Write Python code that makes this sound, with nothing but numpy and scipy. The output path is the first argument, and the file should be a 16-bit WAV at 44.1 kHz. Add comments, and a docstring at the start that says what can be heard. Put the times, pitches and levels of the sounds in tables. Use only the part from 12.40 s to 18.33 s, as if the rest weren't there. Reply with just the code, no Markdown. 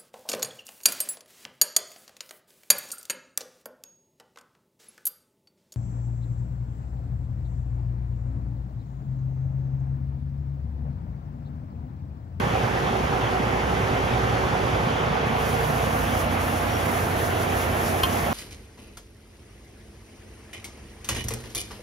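"""A six-cylinder diesel truck drones and clatters outdoors while an air chuck is worked onto a tire valve.
Air leaks faintly from the hose, then hisses unevenly and chirps past the seal; the chuck knocks on the wheel.
The engine is tones on multiples of its cycle plus noise that swells at each firing; the air is coloured
noise; the knock rings the modes of the wheel. A pair of microphone ports comes closer, past another tire."""
import sys
import numpy as np
from scipy import signal
from scipy.fft import rfft, irfft
from scipy.io import wavfile

SR = 44100
rng = np.random.default_rng(int(sys.argv[2]) if len(sys.argv) > 2 else 0)


def unload_audio(sound):
    """Save the sound as a 16-bit wav file, at the path given as the first command line argument."""
    columns = np.transpose(np.atleast_2d(sound))
    # keep every value between -1 and 1, then stretch to whole-number steps
    steps = np.round(np.clip(columns, -1, 1) * 32767)
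    wavfile.write(sys.argv[1], SR, steps.astype(np.int16))


N = 261513
CYCLE_HZ = 5.002   # full engine cycles per second
TIME = np.arange(N) / SR
HZ = np.maximum(np.arange(N // 2 + 1) * SR / N, 1)   # frequency bins, kept above 0 for the logarithm


def from_db(db):
    """Decibels to gain."""
    return 10 ** (np.asarray(db) / 20)


def rms_one(x):
    """Scale to unit rms."""
    return x / np.sqrt(np.mean(x ** 2) + 1e-20)


def in_time(rows):
    """Columns of a curve table at every sample."""
    s, *columns = np.transpose(rows)
    return [np.interp(TIME, s, column) for column in columns]


def on_hz(rows):
    """Columns of a spectrum table at every frequency bin, along log frequency."""
    hz, *columns = np.transpose(rows)
    return [np.interp(np.log(HZ), np.log(hz), column) for column in columns]


def colour(x, gain):
    """Filter by a gain for each frequency bin."""
    return irfft(rfft(x) * gain, N)


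def resonance(hz, width_hz):
    """Gain of a narrow peak, for each frequency bin."""
    return 1 / (1 + ((HZ - hz) / width_hz) ** 2)


def drift(rate):
    """Slow chance of spread 1: noise through two one-pole low-passes at rate Hz, one step per 40 samples."""
    pole = np.exp(-80 * np.pi * rate / SR)
    noise = rng.standard_normal(N // 40 + 2002)
    slow = signal.lfilter([1], [1, -2 * pole, pole * pole], noise)[2000:]   # drop the run-in
    return np.interp(np.arange(N) / 40, np.arange(len(slow)), rms_one(slow))


def at_place(near, values):
    """Blend from the value afar (near = 0) to the value beside the wheel (near = 1)."""
    near = np.clip(near, 0, 1)
    return (1 - near) * values[0] + near * values[1]


def drone(near, waver_db, phase_spread):
    """Engine tones stem from the same pulses; higher ones arrive later, so each throb glides up."""
    # Multiples of the cycle that sound
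    orders = [9, 12, 15, 16, 18, 20, 22, 24, 25, 28, 33, 34, 36, 52, 68]
    # Exhaust and block tone on each multiple: level afar/dB, level beside the wheel/dB
    tones = [(-51, -60), (-35.5, -41), (-45, -64), (-55, -62), (-50.5, -34), (-39.5, -68), (-41.5, -42),
             (-37.5, -43), (-48, -68), (-52, -59), (-62, -42.5), (-62, -46), (-41, -49.5), (-60, -43),
             (-50, -48.5)]
    lag_s, centre_hz, glide_s_per_hz = .045, 105, .0013
    out = np.zeros((3, N))
    phases = rng.standard_normal((len(tones), 3, 1))
    phases[:, 0] *= phase_spread   # the direct path keeps the pulses tighter
    for multiple, levels_db, phase in zip(orders, tones, phases):
        hz = multiple * CYCLE_HZ
        cycles = hz * (TIME - lag_s) - glide_s_per_hz * (hz - centre_hz) ** 2 / 2
        level = from_db(at_place(near, levels_db) + waver_db * drift(0.78))
        out += level * np.sqrt(2) * np.cos(2 * np.pi * cycles + phase)
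    return out


def hums(waver_db, wander):
    """Engine tones that fade and swell along the walk, wavering in level and in phase (wander in radians)."""
    # Multiples of the cycle, lowest first
    hum_orders = (30, 46, 76, 92)
    # Fades of these tones: t/s, then level/dB of each, lowest first
    hum_levels = [(0, -44, -54, -37.5, -50), (0.8, -43, -54, -36.5, -52), (2.2, -42, -54, -36.5, -56),
                  (2.6, -38, -54, -41, -54), (2.85, -37, -54, -48, -39.5), (3.1, -37, -50, -48, -39),
                  (3.35, -37, -44, -47, -38), (3.6, -36, -40, -52, -48), (4.2, -44, -39, -48, -46),
                  (4.65, -48, -45, -42, -47), (5.4, -48, -42, -40, -45), (5.93, -50, -42, -44, -46)]
    out = 0
    for multiple, db in zip(hum_orders, in_time(hum_levels)):
        phase = rng.uniform(0, 2 * np.pi) + wander * drift(3.6)
        level = from_db(db + waver_db * drift(5.2))
        out = out + level * np.sqrt(2) * np.cos(2 * np.pi * multiple * CYCLE_HZ * TIME + phase)
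    return out


def clatter(near, swell_depth, swell_s, swell_top_hz):
    """Engine noise, partly the same in every cycle; below the treble it swells at each firing."""
    # Share of the noise that returns alike every cycle: f/Hz, share/0-1
    repeat_share = [(40, 0.1), (500, 0.58), (1200, 0.48), (3000, 0.024)]
    # Strength of each firing in turn: level/dB
    cylinder_db = [3.1, 1.8, 5.7, 4.2, 4, 5.3]
    # Relative noise spectrum: f/Hz, density afar/dB per Hz, density beside the wheel/dB per Hz
    engine_spectrum = [(30, -25, -35), (49.8, -10.5, -4), (106, -4, -4.5), (200, -8, -7), (272, -6, -8.5),
                       (320, -8, -7), (433, -6, -4), (466, -3.5, -6), (556, -4.5, -5.5), (572, -6, -7.5),
                       (690, -7.5, 0.5), (734, -0.6, -3), (837, -5, -6.5), (1010, -7.5, -7.5),
                       (2140, -14, -13), (3380, -19.5, -20.5), (3920, -27, -26.5), (6100, -30, -35.5),
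                       (15900, -46.5, -66)]
    # Overall engine noise: t/s, level/dB
    load = [(0, -24.5), (1, -24.5), (1.9, -24), (2.6, -24), (3.6, -24.5), (4.4, -25), (5.1, -25),
            (5.93, -25)]
    cycle = round(SR / CYCLE_HZ)
    same = rng.standard_normal((3, cycle))[:, np.arange(N) % cycle]
    repeats = np.clip(on_hz(repeat_share)[0], 0, 1)
    fresh = rng.standard_normal((3, N))
    noise = colour(same, np.sqrt(repeats)) + colour(fresh, np.sqrt(1 - repeats))

    firing_hz = CYCLE_HZ * len(cylinder_db)
    turn = TIME * firing_hz
    firing = from_db(cylinder_db)[turn.astype(int) % len(cylinder_db)]
    since = turn % 1 / firing_hz   # seconds since the last firing
    swell = swell_depth * firing * np.exp(-since / swell_s)
    noise = noise + swell * colour(noise, 1 / (1 + (HZ / swell_top_hz) ** 2))
    mixed = at_place(near, [colour(noise, from_db(db)) for db in on_hz(engine_spectrum)])
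    return from_db(in_time(load)[0]) * rms_one(mixed)


def clack(near):
    """Once a cycle the block rings briefly: swells of narrow noise, each at its own moment in the cycle."""
    # Block rings: f/Hz, width/Hz, level afar/dB, level beside the wheel/dB,
    # moment in the cycle afar/s, moment beside the wheel/s
    rings = [(766, 92, -28, -29, .161, .148), (790, 92, -30, -37, .03, .03), (790, 92, -30, -38, .13, .13),
             (210, 90, -30, -38, .005, .005), (210, 90, -28, -33, .074, .076),
             (210, 90, -30, -34, .11, .11), (112, 45, -30, -35, .045, .035), (112, 45, -30, -35, .143, .1)]
    span = .6   # half length of a swell in s (to 1/e) times its width in Hz
    out, white = 0, rng.standard_normal((3, N))
    for hz, width_hz, far_db, near_db, *moment_s in rings:
        tone = rms_one(colour(white, resonance(hz, width_hz) ** 2))
        off_cycles = ((TIME - at_place(near, moment_s)) * CYCLE_HZ + .5) % 1 - .5
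        swell = np.exp(-(off_cycles / CYCLE_HZ * width_hz / span) ** 2)
        out = out + from_db(at_place(near, (far_db, near_db))) * tone * swell
    return out


def bounce(x, low_hz, top_hz):
    """A nearby tire adds a dull echo without deep bass; its path changes, so notches move through the drone."""
    # Echo off the tire on the way: t/s, strength/0-1, extra path/m
    tire_echo = [(0, 0.1, 1.64), (2.4, .05, 1.6), (2.8, 0.35, 1.6), (3.3, 0.5, 1.5), (3.6, .75, 1.27),
                 (4.2, .75, 1.25), (4.6, .1, 1.3), (5.93, 0.2, 1.27)]
    strength, path_m = in_time(tire_echo)
    strength = np.clip(strength, 0, 1)
    dull = colour(x, 1 / (1 + (HZ / top_hz) ** 4) / (1 + (low_hz / HZ) ** 4))
    delay_s = path_m / 343   # speed of sound in m/s
    late = np.array([np.interp(TIME - delay_s, TIME, path) for path in dull])
    # turn the echoed band down so that the echo does not simply add power
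    excess = 1 - 1 / np.hypot(1, strength)
    return x + strength * late - excess * (dull + strength * late)


def patchy(x, low_hz, top_hz, count, patch_db, rate):
    """Turbulence on the way: narrow bands of the sound swell and sink, each in its own time."""
    edges, out = np.geomspace(low_hz, top_hz, count + 1), x
    for band in zip(edges, edges[1:]):
        part = signal.sosfilt(signal.butter(1, band, "band", fs=SR, output="sos"), x)
        out = out + (from_db(patch_db * drift(rate)) - 1) * part
    return out


def leak(split_hz, flutter_db, dull_waver_db):
    """Jet noise from hose and seal; both parts flutter, and the seal's duller part wavers as the gap changes."""
    # Faint leak of the handled hose: t/s, level/dB
    hose_leak = [(0, -50), (1.22, -54), (1.29, -49), (2.45, -52), (2.82, -60), (5.93, -55.5)]
    # Hiss past the chuck seal as the hands work it: t/s, level/dB
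    seal_hiss = [(2.84, -60), (2.87, -44), (2.95, -45), (3.01, -36), (3.09, -33.5), (3.17, -37.5),
                 (3.27, -34.5), (3.5, -36), (3.6, -32.5), (3.73, -36), (3.8, -30.5), (3.89, -41),
                 (3.93, -34), (3.98, -41), (4.01, -33), (4.18, -34), (4.21, -35.5), (4.34, -35.5),
                 (4.55, -32), (4.75, -36), (4.79, -30), (4.93, -36), (5.02, -30.5), (5.07, -36.5),
                 (5.23, -30.5), (5.28, -36.5), (5.47, -30), (5.54, -33), (5.78, -30.5), (5.93, -35.5)]
    # Relative jet spectrum: f/Hz, density/dB per Hz
    jet_spectrum = [(2500, -30), (4000, -10), (6000, -5), (8000, -5), (9300, -3), (11000, -5), (12700, -7),
                    (14500, -2), (15600, 1.5)]
    hose_dull_db, seal_dull_db = 10, 0.3   # extra level of the duller part of each jet
    hose, seal = from_db(in_time(hose_leak)[0]), from_db(in_time(seal_hiss)[0])
    jet = rms_one(colour(rng.standard_normal((3, N)), from_db(on_hz(jet_spectrum)[0])))
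    dull = colour(jet, 1 / (1 + (HZ / split_hz) ** 4))
    bright = jet - dull

    shared = drift(22)   # flutter common to both parts
    dull_seal = seal * from_db(seal_dull_db + dull_waver_db * drift(17.0))
    gain_dull = np.hypot(hose * from_db(hose_dull_db), dull_seal)
    gain_dull = gain_dull * from_db(flutter_db * (shared + drift(8.5)))
    gain_bright = np.hypot(hose, seal) * from_db(flutter_db * (shared + drift(6.1)))
    return gain_dull * dull + gain_bright * bright


def whistles(width_hz):
    """The jet at times catches an edge and sings faintly: noise in a narrow resonance."""
    # Whistles: start t/s, end t/s, f/Hz, level at the middle/dB
    edge_tones = [(1.2, 2.6, 7620, -64), (4.76, 4.86, 6700, -57)]
    out = np.zeros((3, N))
    for start, end, hz, db in edge_tones:
        tone = rms_one(colour(rng.standard_normal((3, N)), resonance(hz, width_hz)))
        out += from_db(db) * tone * np.sin(np.pi * np.clip((TIME - start) / (end - start), 0, 1))
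    return out


def squeaks():
    """The seal slips and chirps: short rounded tones."""
    # Chirps at the seal: t/s, f/Hz, peak level/dB
    chirps = [(4.275, 5500, -46), (4.287, 5600, -47), (4.305, 5670, -40), (4.321, 5700, -39),
              (4.341, 5650, -42), (4.354, 5630, -38), (4.367, 5630, -40)]
    half_s = .004   # half length of a chirp, to 1/e
    out = 0
    for s, hz, db in chirps:
        since = TIME - s
        out = out + from_db(db) * np.exp(-(since / half_s) ** 2) * np.sin(2 * np.pi * hz * since)
    return out


def knock(spread_db, crack_s, crack_db, crack_tilt):
    """Each contact rings the wheel, every mode with its own strength and sign, and throws a bright crack."""
    # Chuck on wheel and its bounces: t/s, strength/dB
    contacts = [(5.632, -19), (5.6334, -9), (5.6375, -19), (5.643, -23), (5.651, -22), (5.659, -26)]
    # Modes of the wheel: f/Hz, relative level/dB, 60 dB decay time/s
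    wheel_modes = [(730, 11, .055), (1055, 12, .05), (1300, 8, .03), (1580, 10, .03), (2170, 8, .025),
                   (2530, 8, .05), (2850, 4, .07), (3146, 14, .045), (3300, -2, .05), (3515, 3, .06),
                   (4140, 0, .05), (4800, -2, .025)]
    rise_cycles = 2.5   # a mode takes a few cycles to build up
    since = np.array([TIME - s for s, db in contacts])
    strength = from_db([[db] for s, db in contacts]) * (since >= 0)
    since = np.maximum(since, 0)
    noise = signal.lfilter([1, -crack_tilt], [1], rng.standard_normal(N))
    crack = from_db(crack_db) * noise * np.sum(strength * np.exp(-since / crack_s), 0)

    ring = 0
    for hz, db, t60 in wheel_modes:
        sign = rng.choice([-1, 1], len(contacts))
        share = from_db(db + spread_db * rng.standard_normal(len(contacts))) * sign
        shape = (1 - np.exp(-since * hz / rise_cycles)) * from_db(-60 * since / t60)
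        ring = ring + share @ (strength * shape * np.sin(2 * np.pi * hz * since))
    return crack + strength.max() * ring / abs(ring).max()   # the hardest blow sets the peak of the ring


def ports(paths, close):
    """Two ports a little apart hear a direct path, each a scattered path of its own, and direct-only sound."""
    # Share of the power that is alike at both ports: f/Hz, share/0-1
    likeness = [(60, 1), (300, 0.84), (700, 0.5), (1500, 0.28), (2200, 0), (3200, 0.66), (5000, 0.55),
                (6800, 0.71), (8200, 1), (9700, 0.76), (11600, 1), (13200, 0.9), (15200, 1)]
    # Phase by which the left port leads: f/Hz, lead/rad
    left_lead = [(0, 0), (690, -1.4), (1380, -1.8), (2500, -5.6), (3360, -6.0), (4130, -6.4), (5170, -5.7),
                 (6630, -7.2), (7670, -9.2), (8870, -9.7), (10400, -12.1), (12300, -12.8), (14000, -15.2),
                 (15500, -16.0)]
    # Balance of the ports: f/Hz, left minus right level/dB
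    balance = [(60, -1.5), (110, -1), (200, -1.5), (380, -3), (700, -4), (1290, -3.5), (2380, 0), (4400, 3),
               (8120, 1), (15000, -1)]
    direct, *scattered = rfft(paths)
    alike = np.clip(on_hz(likeness)[0], 0, 1)
    lead = np.interp(HZ, *np.transpose(left_lead))
    side = np.array([[.5], [-.5]])   # half of each difference to the left, half to the right
    common = (np.sqrt(alike) * direct + rfft(close)) * np.exp(1j * lead * side)
    both = common + np.sqrt(1 - alike) * np.array(scattered)
    return irfft(both * from_db(on_hz(balance)[0] * side), N)


def scene():
    """Engine, leak and knock as heard at the two ports."""
    # Walk towards the wheel: t/s, closeness/0-1 (0 afar, 1 beside the wheel)
    walk = [(0, 0.0072), (2.4, 0), (3.7, 0.94), (5.93, 0.88)]
    near = in_time(walk)[0]
    engine = drone(near, waver_db=2.0, phase_spread=0.26)
    engine = engine + clatter(near, swell_depth=0.35, swell_s=0.04, swell_top_hz=1400)
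    engine = bounce(engine + clack(near), low_hz=208, top_hz=487)
    engine = patchy(engine, low_hz=900, top_hz=5000, count=24, patch_db=1.3, rate=10.0)
    air = leak(split_hz=7500, flutter_db=.35, dull_waver_db=1.5) + whistles(width_hz=30)
    close = hums(waver_db=1.8, wander=.3) + squeaks()
    close = close + knock(spread_db=1.5, crack_s=0.004, crack_db=-11.5, crack_tilt=.6)
    return ports(engine + air, close)


def record(dry):
    """The top is cut steeply by an elliptic low-pass at 15740 Hz."""
    return signal.sosfilt(signal.ellip(14, .5, 90, 15740, fs=SR, output="sos"), dry)


dry = scene()
out = record(dry)
unload_audio(out)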